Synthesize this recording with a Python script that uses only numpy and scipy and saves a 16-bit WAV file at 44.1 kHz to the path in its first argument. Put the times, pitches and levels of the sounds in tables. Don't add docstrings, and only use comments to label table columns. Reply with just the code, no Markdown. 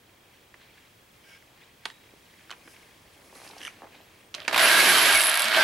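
import sys
import numpy as np
from scipy import signal
from scipy.fft import rfft, irfft, next_fast_len
from scipy.io import wavfile
from scipy.ndimage import uniform_filter1d, map_coordinates

SR = 44100
rng = np.random.default_rng(int(sys.argv[2]) if len(sys.argv) > 2 else 0)


def makeup_ratio(level_db):
    decades = np.asarray(level_db, float) / 20
    return 10 ** decades


def pcm_store(signal):
    levels = np.round(np.clip(np.atleast_2d(signal), -1, 1) * 32767)
    wavfile.write(sys.argv[1], SR, levels.astype(np.int16).T)


N = 248283
T = np.arange(N) / SR


def unit(x):
    return x / np.sqrt(np.mean(x ** 2) + 1e-20)


def along(points, hz):
    f, v = np.transpose(points)
    return np.interp(np.log(hz + 1), np.log(f + 1), v)


def curves(rows):
    s, *columns = np.transpose(rows)
    return [np.interp(T, s, column) for column in columns]


def during(start, end):
    inside = 1. 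* (T > start) * (T <= end)
    return uniform_filter1d(inside, 221, mode="nearest")


def wobble(rate):
    return map_coordinates(rng.standard_normal(int(N * rate / SR) + 4), [T * rate])


def coloured(x, spectrum, peaks=()):
    hz = np.fft.rfftfreq(8192, 1 / SR)
    f = np.transpose(spectrum)[0]
    octaves_outside = np.abs(np.log2((hz + 1) / np.clip(hz + 1, f[0], f[-1])))
    db = along(spectrum, hz) - 30 * octaves_outside
    db = db + sum(lift / (1 + (2 * (hz - c) / w) ** 2) for c, w, lift in peaks)
    cepstrum = irfft(np.log(makeup_ratio(np.maximum(db, -120))))
    cepstrum = cepstrum * np.r_[1, 2 * np.ones(4095), 1, np.zeros(4095)]
    h = irfft(np.exp(rfft(cepstrum)))
    h = np.broadcast_to(h / np.linalg.norm(h), x.shape[:-1] + h.shape)
    return signal.fftconvolve(x, h, axes=-1)[..., :N]


def grains(rate, spread_db, alike, lean=((1, 0), (2, 0))):
    size = next_fast_len(N, True)
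    pair = rfft(rng.standard_normal((2, N)) * makeup_ratio(spread_db * wobble(rate)), size)
    hz = np.fft.rfftfreq(size, 1 / SR)
    turn = np.arccos(np.clip(along(alike, hz), -1, 1)) / 2
    mid, side = pair[0] * np.cos(turn), pair[1] * np.sin(turn)
    tilt = makeup_ratio(along(lean, hz) / 2)
    left, right = (mid + side) * tilt, (mid - side) / tilt
    return unit(irfft(np.array([left, right]), size)[:, :N])


def patchy(x, depth_db, size=256):
    z = signal.stft(x, nperseg=size)[2]
    field = uniform_filter1d(rng.standard_normal(z.shape[1:]), 3, 0)
    field = uniform_filter1d(field, 4, 1)
    return signal.istft(z * makeup_ratio(depth_db * unit(field)), nperseg=size)[1][:, :N]


def bursts(s, db, t60):
    out, t = np.zeros(N + 4096), np.arange(4096) / SR
    for start, level, life in zip(s, db, t60):
        burst = makeup_ratio(-60 * t / max(life, .002)) * rng.standard_normal(len(t))
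        out[round(start * SR):][:len(t)] += makeup_ratio(level) * burst / np.linalg.norm(burst)
    return out[:N]


def knocks(rows, sharp, noisy, size=2560):
    out, t = np.zeros(N + size), np.arange(size) / SR
    for s, db, hz, life in rows:
        push = noisy * makeup_ratio(-60 * t / max(life, .002)) * rng.standard_normal(len(t))
        push = push + rng.choice([-1, 1]) * (t == 0)
        band = signal.iirpeak(hz, sharp, SR)
        body = signal.lfilter(*band, signal.lfilter(*band, push))
        out[round(s * SR):][:len(t)] += makeup_ratio(db) * body / np.abs(body).max()
    return out[:N]


def knock_rows(s, db, hz, t60):
    return np.column_stack(np.broadcast_arrays(s, db, hz, t60))


# hz, level_db
HISS = [(12, -49), (20, -9), (92, 2.5), (206, -1.5), (258, -3.5), (462, -4), (1290, -8), (1800, -9),
        (2970, -12), (3230, -10), (3810, -14), (14100, -20.5), (15300, -18)]
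# hz, likeness (0-1)
HISS_ALIKE = [(60, 1), (240, 0.912), (950, 0.053), (3770, 0.26), (15000, 0.99)]


def camera():
    frame_hz, scan_hz, supply_hz = 29.97, 15735, 11832
    hiss = makeup_ratio(-59) * unit(coloured(grains(3, .3, HISS_ALIKE), HISS))
    since = (T - .006) % (1 / frame_hz)
    tick = makeup_ratio(-57.5 + 1.5 * wobble(25) - 60 * since / .03) * np.sin(2 * np.pi * 3250 * since)
    gate = uniform_filter1d(1. * ((T - .015) * 13.2 % 1 < .8), 200)
    whine = makeup_ratio(-72) * gate * np.sin(2 * np.pi * scan_hz * T)
    supply = makeup_ratio(-87.5 + 3 * wobble(8)) * np.sin(2 * np.pi * supply_hz * T + 1.2 * wobble(30))
    return hiss + tick + whine + supply


# hz, level_db
THUD_COLOUR = [(200, -3), (500, -1), (900, 4), (1400, 2.5)]
TICK_COLOUR = [(5000, -3.5), (7500, -8), (11000, -5), (13000, -13), (15000, -35)]
# time_s, level_db
GRIP = [(0, -80), (.1, -66), (.4, -68), (.65, -66.5), (1.1, -76), (1.2, -70.5), (1.65, -64.5), (1.8, -70),
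        (2.06, -65.5), (2.3, -68), (2.68, -63), (3.1, -64.5), (3.38, -57), (3.67, -54), (3.71, -61),
        (4.01, -61.5), (4.34, -64.5)]
# hz, level_db
GLOVE = [(88, -27), (150, -9.5), (334, 0), (708, -5.5), (954, -5.5), (1500, -14.5), (1950, -71),
         (3300, -120)]
RUB = [(650, -32), (1100, -5), (1320, -11.5), (1630, -1), (1950, -1.5), (4160, -6.5), (6500, -18.5),
       (8450, -22), (14300, -120)]
# middle_s, half_length_s, level_db, grit_db (re the stroke)
RUBS = [(0.106, 0.06, -67, -22), (0.347, 0.1, -63, -21), (0.623, 0.038, -58.5, -23),
        (0.785, 0.16, -59.5, -23), (1.156, .04, -68, -12), (1.312, 0.088, -59, -5.5),
        (1.625, 0.084, -57, -26), (1.88, .04, -51.5, -27), (2.048, 0.039, -65, -17), (2.36, 0.25, -63, -10),
        (2.712, 0.053, -63.5, 2.5), (2.831, 0.51, -62, -6), (3.152, 0.066, -70, -2),
        (3.264, 0.038, -69, 5.5), (3.369, 0.029, -60.5, 5.5), (3.458, 0.075, -51.5, -1),
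        (3.646, 0.057, -43, -9.5), (3.787, 0.097, -62.5, -17), (3.952, 0.061, -57, -16),
        (4.14, 0.2, -61, -14.5), (4.335, 0.054, -81, -29)]
# start_s, end_s, level_db
DRAGS = [
    (1.238, 1.38, -57.5),
    (1.287, 1.368, -63),
    (2.64, 2.733, -59.5),
    (2.762, 2.769, -51),
    (3.622, 3.677, -49.5),
]
# hz, level_db
IRON = [(900, -22), (1400, -5), (2500, -2), (4000, -12), (6000, -17)]
# hz, width_hz, lift_db
BARE_MODES = [(1600, 75, 14), (2240, 100, 10), (3000, 350, 5), (5250, 550, 12)]


def hands():
    fade_db, rest_db, rest_grit_db = 11, -70, -81
    coarse = T[::100]
    swells = []
    for s, half, db, _ in RUBS:
        swell = makeup_ratio(db - fade_db * np.abs(coarse - s) / max(half, .01))
        swells.append(np.interp(T, coarse, swell))
    shed = makeup_ratio(rest_grit_db) + sum(makeup_ratio(row[-1]) * swell for row, swell in zip(RUBS, swells))
    near = [(300, 0.96), (10000, 0.72)]
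    glove = makeup_ratio(curves(GRIP)[0] + 0.5 * wobble(14)) * unit(coloured(grains(150, 2, near), GLOVE))
    paint = unit(coloured(patchy(grains(250, 1, near), 2.5), RUB, [(2400, 900, 4)]))
    rub = (makeup_ratio(rest_db) + sum(swells)) * makeup_ratio(-1.0) * paint
    grit = shed * unit(coloured(grains(900, 1.8, near), TICK_COLOUR))
    stroke = sum(makeup_ratio(db) * during(start, end) for start, end, db in DRAGS)
    drag = stroke * unit(coloured(grains(150, 0.91, near), IRON, BARE_MODES))
    lifted = 1 - .8 * np.minimum(sum(during(start, end) for start, end, _ in DRAGS), 1)
    return (glove + lifted * rub + grit) * during(-1, 4.35) + drag


def contacts(rows, thud_db, tick_db, sharp):
    s, db, _, t60 = np.transpose(rows)
    thud = coloured(bursts(s, db + thud_db, t60), THUD_COLOUR)
    tick = coloured(bursts(s, db + tick_db, 0.72 * t60), TICK_COLOUR)
    return knocks(rows, sharp=sharp, noisy=0.25) + thud + tick


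# time_s, peak_db, pitch_hz, t60_s
TAPS = [(0.5419, -37.5, 1740, 0.023), (0.5425, -55, 3080, .012), (0.5445, -48.5, 418, 0.018),
        (1.8542, -33, 5260, 0.011), (1.8563, -39, 340, 0.026), (1.8565, -30.5, 7360, 0.019),
        (1.857, -31.5, 910, 0.025), (2.5058, -38, 7100, .012), (2.5124, -35, 6000, .015),
        (1.4247, -44.5, 1870, 0.015), (1.8539, -20, 3400, 0.028), (1.8561, -23, 1760, 0.025),
        (1.9008, -35.5, 1800, 0.02), (1.901, -39, 3800, .015), (1.9088, -43, 3540, 0.042),
        (2.4966, -34.5, 1600, .014), (2.5055, -31.5, 1540, 0.012), (2.5056, -29, 3450, 0.014),
        (2.5122, -28, 2860, 0.033), (2.5135, -33, 1180, 0.015), (2.5247, -32.5, 2080, .018),
        (2.5326, -36, 1300, 0.01), (2.5372, -39, 1300, 0.013), (2.6758, -41, 1640, 0.035)]


def taps():
    return contacts(TAPS, 1, -15, sharp=1.42)


# hz, t60_s
SHOP = [(200, 0.37), (2000, 0.086), (10000, 0.14)]


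def shop(x):
    hz, t, z = signal.stft(rng.standard_normal((2, SR // 2)), SR, nperseg=256)
    tail = signal.istft(z * makeup_ratio(-60 * t / along(SHOP, hz)[:, None]), SR, nperseg=256)[1]
    delayed = np.pad(x, (300, 0))[None]
    return signal.fftconvolve(delayed, tail / np.linalg.norm(tail[0]), axes=1)[:, :N]


# hz, level_db, t60_s
STEEL = [(3133, -9, .1), (3600, -18, .8), (3844, -14, 1.1), (7553, -17, .45), (8893, -9, .25),
         (10150, -14, .07), (11210, -16, .3)]


def clink():
    start_s, level_db = 1.8545, -45.5
    t = np.maximum(T - start_s, 0)
    return makeup_ratio(level_db) * sum(makeup_ratio(db - 60 * t / life) * np.sin(2 * np.pi * hz * t) for hz, db, life in STEEL)


# time_s,
# peak_db, pitch_hz
CREAKS = [(2.137, -43.5, 327), (2.658, -48, 285), (2.677, -46, 310), (3.327, -43, 689), (3.359, -45, 750),
          (3.501, -40, 850), (3.517, -50, 800), (3.533, -41, 1000), (3.549, -53, 804), (3.566, -39.5, 750),
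          (3.809, -47, 705), (3.82, -33, 810), (3.822, -43, 400), (3.836, -42, 420), (3.842, -44, 1350),
          (3.832, -36.5, 815), (3.843, -37.5, 870), (3.855, -44, 408), (3.87, -40, 940), (3.946, -45, 800),
          (3.96, -45, 328), (4.003, -45, 750)]


def creaks():
    return knocks([(s, db, hz, 0.034) for s, db, hz in CREAKS], sharp=1.3, noisy=.1)


# time_s, peak_db, pitch_hz
RATTLE = [(3.353, -44, 4200), (3.4759, -41, 4500), (3.4905, -43, 5000), (3.511, -42.5, 3800),
          (3.5768, -48, 4800), (3.5817, -40, 5200), (3.586, -44, 5600), (3.605, -40, 3240),
          (3.6149, -34.5, 3080), (3.629, -36, 2920), (3.633, -36, 3050), (3.6501, -28, 3000),
          (3.655, -34.5, 1990), (3.6637, -34.5, 3160), (3.6705, -31, 3000), (3.6771, -30.5, 2290),
          (3.685, -48, 2090)]
# hz, level_db (re the knock)
CLATTER = [(6000, -8.5), (9100, -11), (11100, -15)]


def rattle():
    t60_s, low_share, low_db = 0.017, .6, -4
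    main = contacts([(s, db, hz, t60_s) for s, db, hz in RATTLE], -10, -12, sharp=5)
    low = knocks([(s, db + low_db, low_share * hz, t60_s) for s, db, hz in RATTLE], sharp=4, noisy=.1)
    bright = sum(knocks([(s, db + lift, hz, t60_s) for s, db, _ in RATTLE], sharp=6.1, noisy=.15)
                 for hz, lift in CLATTER)
    return main + low + bright


def ratchet(count=6):
    start_s, gap_s, level_db, pitch_hz = 3.385, .0162, -40.5, 800
    s = start_s + gap_s * np.arange(count)
    return knocks(knock_rows(s, level_db, pitch_hz, .012), sharp=1.1, noisy=.06)


# start_s, length_s, pitch_hz, sag_hz_per_s, level_db
SQUEAKS = [
    (4.008, .022, 11650, -18000, -66),
    (4.028, .045, 12000, 19998, -67),
    (4.185, 0.035, 9550, 6000, -68),
    (4.24, 0.043, 8900, 4998, -69),
]


def squeaks():
    out = 0
    for s, length, hz, sag, db in SQUEAKS:
        t = T - s
        out = out + makeup_ratio(db) * during(s, s + length) * np.sin(2 * np.pi * (hz - sag * t / 2) * t)
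    return out


# time_s, peak_db, pitch_hz, t60_s
TRIGGER = [(4.342, -28, 4400, .02), (4.3485, -38, 1310, .03), (4.3488, -29, 7500, 0.02),
           (4.4028, -35, 2300, .015), (4.48, -21.5, 910, 0.027), (4.3416, -28.5, 2560, 0.056),
           (4.3478, -23.5, 4340, 0.018), (4.349, -31, 2480, 0.034), (4.3827, -34, 1810, 0.023),
           (4.4026, -29.5, 3770, 0.01), (4.4183, -31, 2800, 0.022), (4.432, -40, 3000, .02),
           (4.4495, -34, 2230, 0.037), (4.4792, -12.5, 1720, 0.026), (4.4794, -16, 2500, 0.035),
           (4.4795, -21, 5230, 0.036), (4.4965, -28, 1090, 0.022), (4.5115, -27, 1210, 0.033)]


def trigger():
    return contacts(TRIGGER, 1, -22, sharp=1.67) * makeup_ratio([[-.8], [.8]])


def jolts():
    jolt_db, jolt_s = 9, .002
    s, db, *_ = np.transpose(CHIPS)
    kicks = np.bincount(np.round(s * SR).astype(int), makeup_ratio(db + jolt_db), N)
    return signal.lfilter([1], [1, -np.exp(-1 / (jolt_s * SR))], kicks)


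FULL_HZ = 183
# time_s, speed_hz
SPEED = [
    (4.5, 30.2),
    (4.565, 101.5),
    (4.728, 167.5),
    (4.788, 182.5),
    (4.9, 182.7),
    (4.986, 164.4),
    (5.16, 139),
    (5.5, 94),
    (5.63, 63),
]
# time_s, level_db
CUT = [(4.52, -35.5), (4.533, -24), (4.55, -25.5), (4.585, -18.5), (4.61, -18.5), (4.78, -19),
       (5.14, -19.5), (5.236, -24.5), (5.45, -26), (5.5, -26.5), (5.55, -23), (5.575, -19.5), (5.63, -20)]
# time_s, share (0-1)
JERK = [
    (4.36, .5),
    (4.57, .6),
    (4.6, .35),
    (4.65, 0),
    (5.63, 0),
]
# hz, level_db
GRIND = [(420, -47), (720, -9.5), (1450, -3.5), (1620, -7), (1890, -4), (2210, -3.5), (2590, -3.5),
         (3080, -6), (3350, -6.5), (4540, -9.5), (6500, -24.5), (8450, -36), (14300, -120)]
GRIT = [(3530, -2.5), (6000, -4), (6420, -6.5), (9390, -4.5), (9860, -2.5), (11200, -1.5), (11900, -2.5),
        (13300, -10.5), (15600, -3.5)]
RUMBLE = [(35, -76), (60, -14), (112, -21.5), (315, 0.5), (504, -1.5), (600, 0.5), (780, -25), (1320, -120)]
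BOOM = [(520, -22.5), (605, -4), (645, 4), (700, -5), (1000, -27)]
# hz, width_hz, lift_db
CASTING = [(950, 40, 3), (1630, 190, 6.5), (2235, 90, 3), (2790, 60, 2), (3130, 40, 4), (3835, 70, 3),
           (7560, 30, 4), (8510, 25, 5), (8890, 36, 4)]
SINGING = [(1612, 55, 25), (3130, 26, 22), (7560, 25, 18), (8510, 16, 26)]
# hz, likeness (0-1); then hz, left_minus_right_db
ALIKE = [(60, 0.37), (180, 0.9), (550, 0.86), (1650, 0.77), (4970, 0.67), (15000, 1)]
LEAN = [(60, 3), (180, -2.5), (550, -2.5), (1650, -2.5), (4970, -4.5), (15000, 1)]


def drill():
    creep_s, catch_s, spun_s, mains_hz = 4.355, 4.482, 4.58, 60
    slow = 1 - np.minimum(curves(SPEED)[0] / FULL_HZ, 1)
    kick = np.exp(-2.5 * ((T - 4.5277) * mains_hz % 1))
    force = makeup_ratio(-47.5) * during(creep_s, catch_s) + makeup_ratio(curves(CUT)[0]) * during(catch_s, 6)
    torque = 1 + curves(JERK)[0] * (unit(kick) - 1) + jolts()
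    grind = unit(coloured(patchy(grains(2400, 2.6, ALIKE, LEAN), 1.6, size=1024), GRIND, CASTING))
    grit_db = -4 - 12 * slow + 0.34 * wobble(45)
    grit = unit(coloured(grains(1400, 0.94, ALIKE, LEAN), GRIT, CASTING)) * makeup_ratio(grit_db)
    strain = np.clip((spun_s - T) / (spun_s - CUT[0][0]), 0, 1)
    coasting = during(5.13, 5.5)
    rumble_db = -15.5 - 7 * slow + 11 * strain - 6 * coasting
    rumble = unit(coloured(grains(60, 1.4, ALIKE, LEAN), RUMBLE)) * makeup_ratio(rumble_db)
    boom_db = -17.5 + 6 * slow + 3 * (T < catch_s)
    boom = unit(coloured(grains(40, .5, ALIKE, LEAN), BOOM)) * makeup_ratio(boom_db)
    thin = [(500, -6.0), (3000, -1.0), (9000, -24.0)]
    sing = unit(coloured(grains(30, 0.62, ALIKE, LEAN), thin, SINGING)) * makeup_ratio(-13.5)
    return force * (torque * (grind + grit) + boom + rumble + sing)


# start_s, end_s, pitch_hz, level_db
HOWLS = [(4.362, 4.373, 600, -52), (4.379, 4.393, 600, -49), (4.414, 4.425, 620, -54),
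         (4.446, 4.458, 620, -53), (4.592, 4.65, 650, -31), (4.695, 4.725, 620, -33),
         (4.695, 4.78, 1620, -24), (4.78, 4.87, 1670, -29.5), (4.88, 4.98, 1580, -31),
         (4.86, 4.94, 2260, -33), (5.05, 5.11, 2200, -32), (5.2, 5.55, 640, -44), (5.33, 5.42, 1630, -36),
         (5.44, 5.5, 1640, -37), (5.45, 5.505, 225, -50), (5.555, 5.605, 200, -51), (5.565, 5.6, 340, -47),
         (5.6, 5.636, 440, -46), (4.793, 4.815, 2200, -25), (4.83, 4.865, 3130, -31),
         (4.985, 5.015, 3130, -29), (5.09, 5.125, 1610, -28), (5.148, 5.175, 2235, -26),
         (5.175, 5.2, 1630, -29), (5.568, 5.6, 640, -29), (5.568, 5.59, 760, -32),
         (5.568, 5.636, 1570, -24)]


def howls():
    flutter, drift = makeup_ratio(1.5 * wobble(70)), wobble(90)
    ring = 0
    for start, end, hz, db in HOWLS:
        phase = 2 * np.pi * hz * T + min(hz / 900, 1.8) * np.roll(drift, hz)
        ring = ring + makeup_ratio(db) * np.roll(flutter, hz) * during(start, end) * np.sin(phase)
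    return np.sqrt(2) * ring * makeup_ratio([[-1.2], [1.2]])


# time_s, peak_db, pitch_hz, t60_s
BITES = [
    (4.5279, -21, 910, 0.028),
    (4.5445, -20, 950, .03),
    (4.5605, -15.5, 940, 0.033),
    (4.5778, -21, 1550, .02),
    (4.5438, -14, 2050, 0.02),
    (4.5603, -19, 2220, 0.021),
    (5.5277, -14.5, 1880, 0.026),
    (5.5457, -14, 2770, 0.041),
    (5.5651, -19, 2420, .03),
    (5.578, -19, 1480, 0.049),
]


def bites():
    return knocks(BITES, sharp=1.9, noisy=0.27)


def armature():
    first_db, second_db, third_db = -47.5, -41, -49
    first_fall_db, second_fall_db = 46, 52
    hz, = curves(SPEED)
    slow, turn = 1 - hz / FULL_HZ, 2 * np.pi * np.cumsum(hz) / SR
    first = makeup_ratio(first_db - first_fall_db * slow) * np.sin(turn)
    second = makeup_ratio(second_db - second_fall_db * slow + 0.99 * wobble(12)) * np.sin(2 * turn + 1.4 * wobble(25))
    third = makeup_ratio(third_db - second_fall_db * slow) * np.sin(3 * turn + wobble(25))
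    return np.sqrt(2) * (first + second + third) * during(4.565, 5.15) * makeup_ratio([[-1.5], [1.5]])


# start_s, end_s, mode_hz, level_db
SQUEAL = [(4.631, 4.66, 10200, -25), (4.62, 4.652, 11300, -25), (4.67, 4.7, 11215, -28),
          (4.885, 4.907, 10160, -29), (4.887, 4.91, 11300, -24.5), (4.971, 4.988, 10145, -26),
          (5.013, 5.036, 11240, -22), (5.05, 5.104, 11100, -30), (5.058, 5.098, 7546, -35),
          (5.1, 5.128, 11260, -30), (5.137, 5.152, 10145, -26), (5.155, 5.198, 10145, -24.5),
          (5.222, 5.227, 11215, -26), (5.243, 5.296, 10930, -30), (5.247, 5.258, 11215, -33),
          (5.273, 5.298, 11250, -28), (5.243, 5.256, 10145, -26), (5.272, 5.297, 10145, -26),
          (5.32, 5.348, 11470, -32), (5.394, 5.423, 11300, -39), (5.425, 5.487, 7558, -48)]


def squeal():
    cup_hz = np.array([7558, 10145, 11062, 11215])
    drift, ring = 1.2 * wobble(60), 0
    for start, end, hz, db in SQUEAL:
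        mode = cup_hz[np.abs(cup_hz - hz).argmin()]
        ring = ring + makeup_ratio(db) * during(start, end) * np.sin(2 * np.pi * mode * T + drift)
    whine = sum(makeup_ratio(-43 + 4 * wobble(45)) * np.sin(2 * np.pi * hz * T + 1.5 * wobble(40)) for hz in cup_hz[1:])
    flutter = makeup_ratio(3 * wobble(220))
    return flutter * ring + whine * during(4.6, 5.44)


# time_s, knock_db, high_snap_db, low_snap_db
CHIPS = [(5.0558, -14, -17, -22), (5.1266, -10, -14, -18), (5.1486, -14, -17, -22), (5.1555, -11, -14, -19),
         (5.1743, -14.5, -14, -20), (5.1989, -13, -13, -14), (5.2068, -16, -10, -16),
         (5.2137, -16, -12, -14), (5.2185, -15, -12, -13), (5.2274, -14, -11, -17), (5.2365, -16, -10, -16),
         (5.2422, -16, -12, -21), (5.2586, -15, -11, -22), (5.2693, -14, -10, -21), (5.297, -14, -11, -19),
         (5.3003, -13, -16, -19), (5.3154, -11.5, -16, -21), (5.3422, -12, -13, -21),
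         (5.3549, -13, -11, -18), (5.3741, -12.5, -12, -18), (5.3949, -12, -11, -17),
         (5.403, -14, -13, -14), (5.4203, -12, -11, -13), (5.4431, -9.5, -16, -19),
         (5.4555, -13.5, -30, -32), (5.4835, -17, -27, -27)]
# hz, level_db, t60_s
PINGS = [(7553, -9, .4), (8510, -7, .3), (10145, 3, .08), (11215, -2, .1)]


def chips():
    s, db, high_db, low_db = np.transpose(CHIPS)
    levels = np.array([high_db, low_db, high_db - 11]) - 3.5 + .7 * rng.standard_normal(len(s))
    snap = sum(knocks(knock_rows(s, level, hz, .005), sharp=8, noisy=.6)
               for hz, level in zip((10800, 8400, 13200), levels))
    knock = knocks(knock_rows(s, db - 3.5, 3600, .009), sharp=1.3, noisy=.2)
    ring = knocks(knock_rows(s + .002, db - 21, 645, .06), sharp=4, noisy=.1)
    t = np.arange(SR // 2) / SR
    ping = sum(makeup_ratio(level - 60 * t / life) * np.sin(2 * np.pi * hz * t) for hz, level, life in PINGS)
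    blows = np.bincount(np.round(s * SR).astype(int), makeup_ratio(low_db - 27), N)
    ping = signal.fftconvolve(blows, ping)[:N]
    return snap + ping + (knock + ring) * makeup_ratio([[-1.3], [1.3]])


def bench():
    bump = knocks([(5.14, -42, 85, -1.5)], sharp=3.1, noisy=0.062, size=8192)
    return np.array([bump, np.roll(bump, 120)])


def scene():
    hits = (taps() + rattle() + trigger() + clink()) * makeup_ratio([[-1.8], [1.8]])
    hits = hits + (creaks() + ratchet()) * makeup_ratio([[-.6], [.6]])
    hits = hits + chips() + bites() * makeup_ratio([[-1.3], [1.3]])
    air = hands() + hits + makeup_ratio(-11.0) * shop(hits.mean(0)) + squeaks()
    air = air + drill() + howls() + armature() + squeal() + bench()
    return signal.sosfilt(signal.butter(4, 13300, fs=SR, output="sos"), air) + camera()


def roll_off(x):
    return signal.sosfilt(signal.butter(12, 15770, fs=SR, output="sos"), x)


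def record(dry):
    soft = dry / (1 + np.abs(dry / .85) ** 4) ** (1 / 4)
    hz, _, z = signal.stft(soft, SR, nperseg=2048)
    loud = np.abs(z).max(axis=(0, 1)) > makeup_ratio(-56)
    top_hz = rng.choice([13400, 14000, 14500, 15100, 15100, 15500], len(loud))
    edge_hz = np.where(loud, top_hz, SR)
    kept = signal.istft(z * (hz[:, None] < edge_hz), SR, nperseg=2048)[1][:, :N]
    return roll_off(kept)


dry = scene()
out = record(dry)
pcm_store(out)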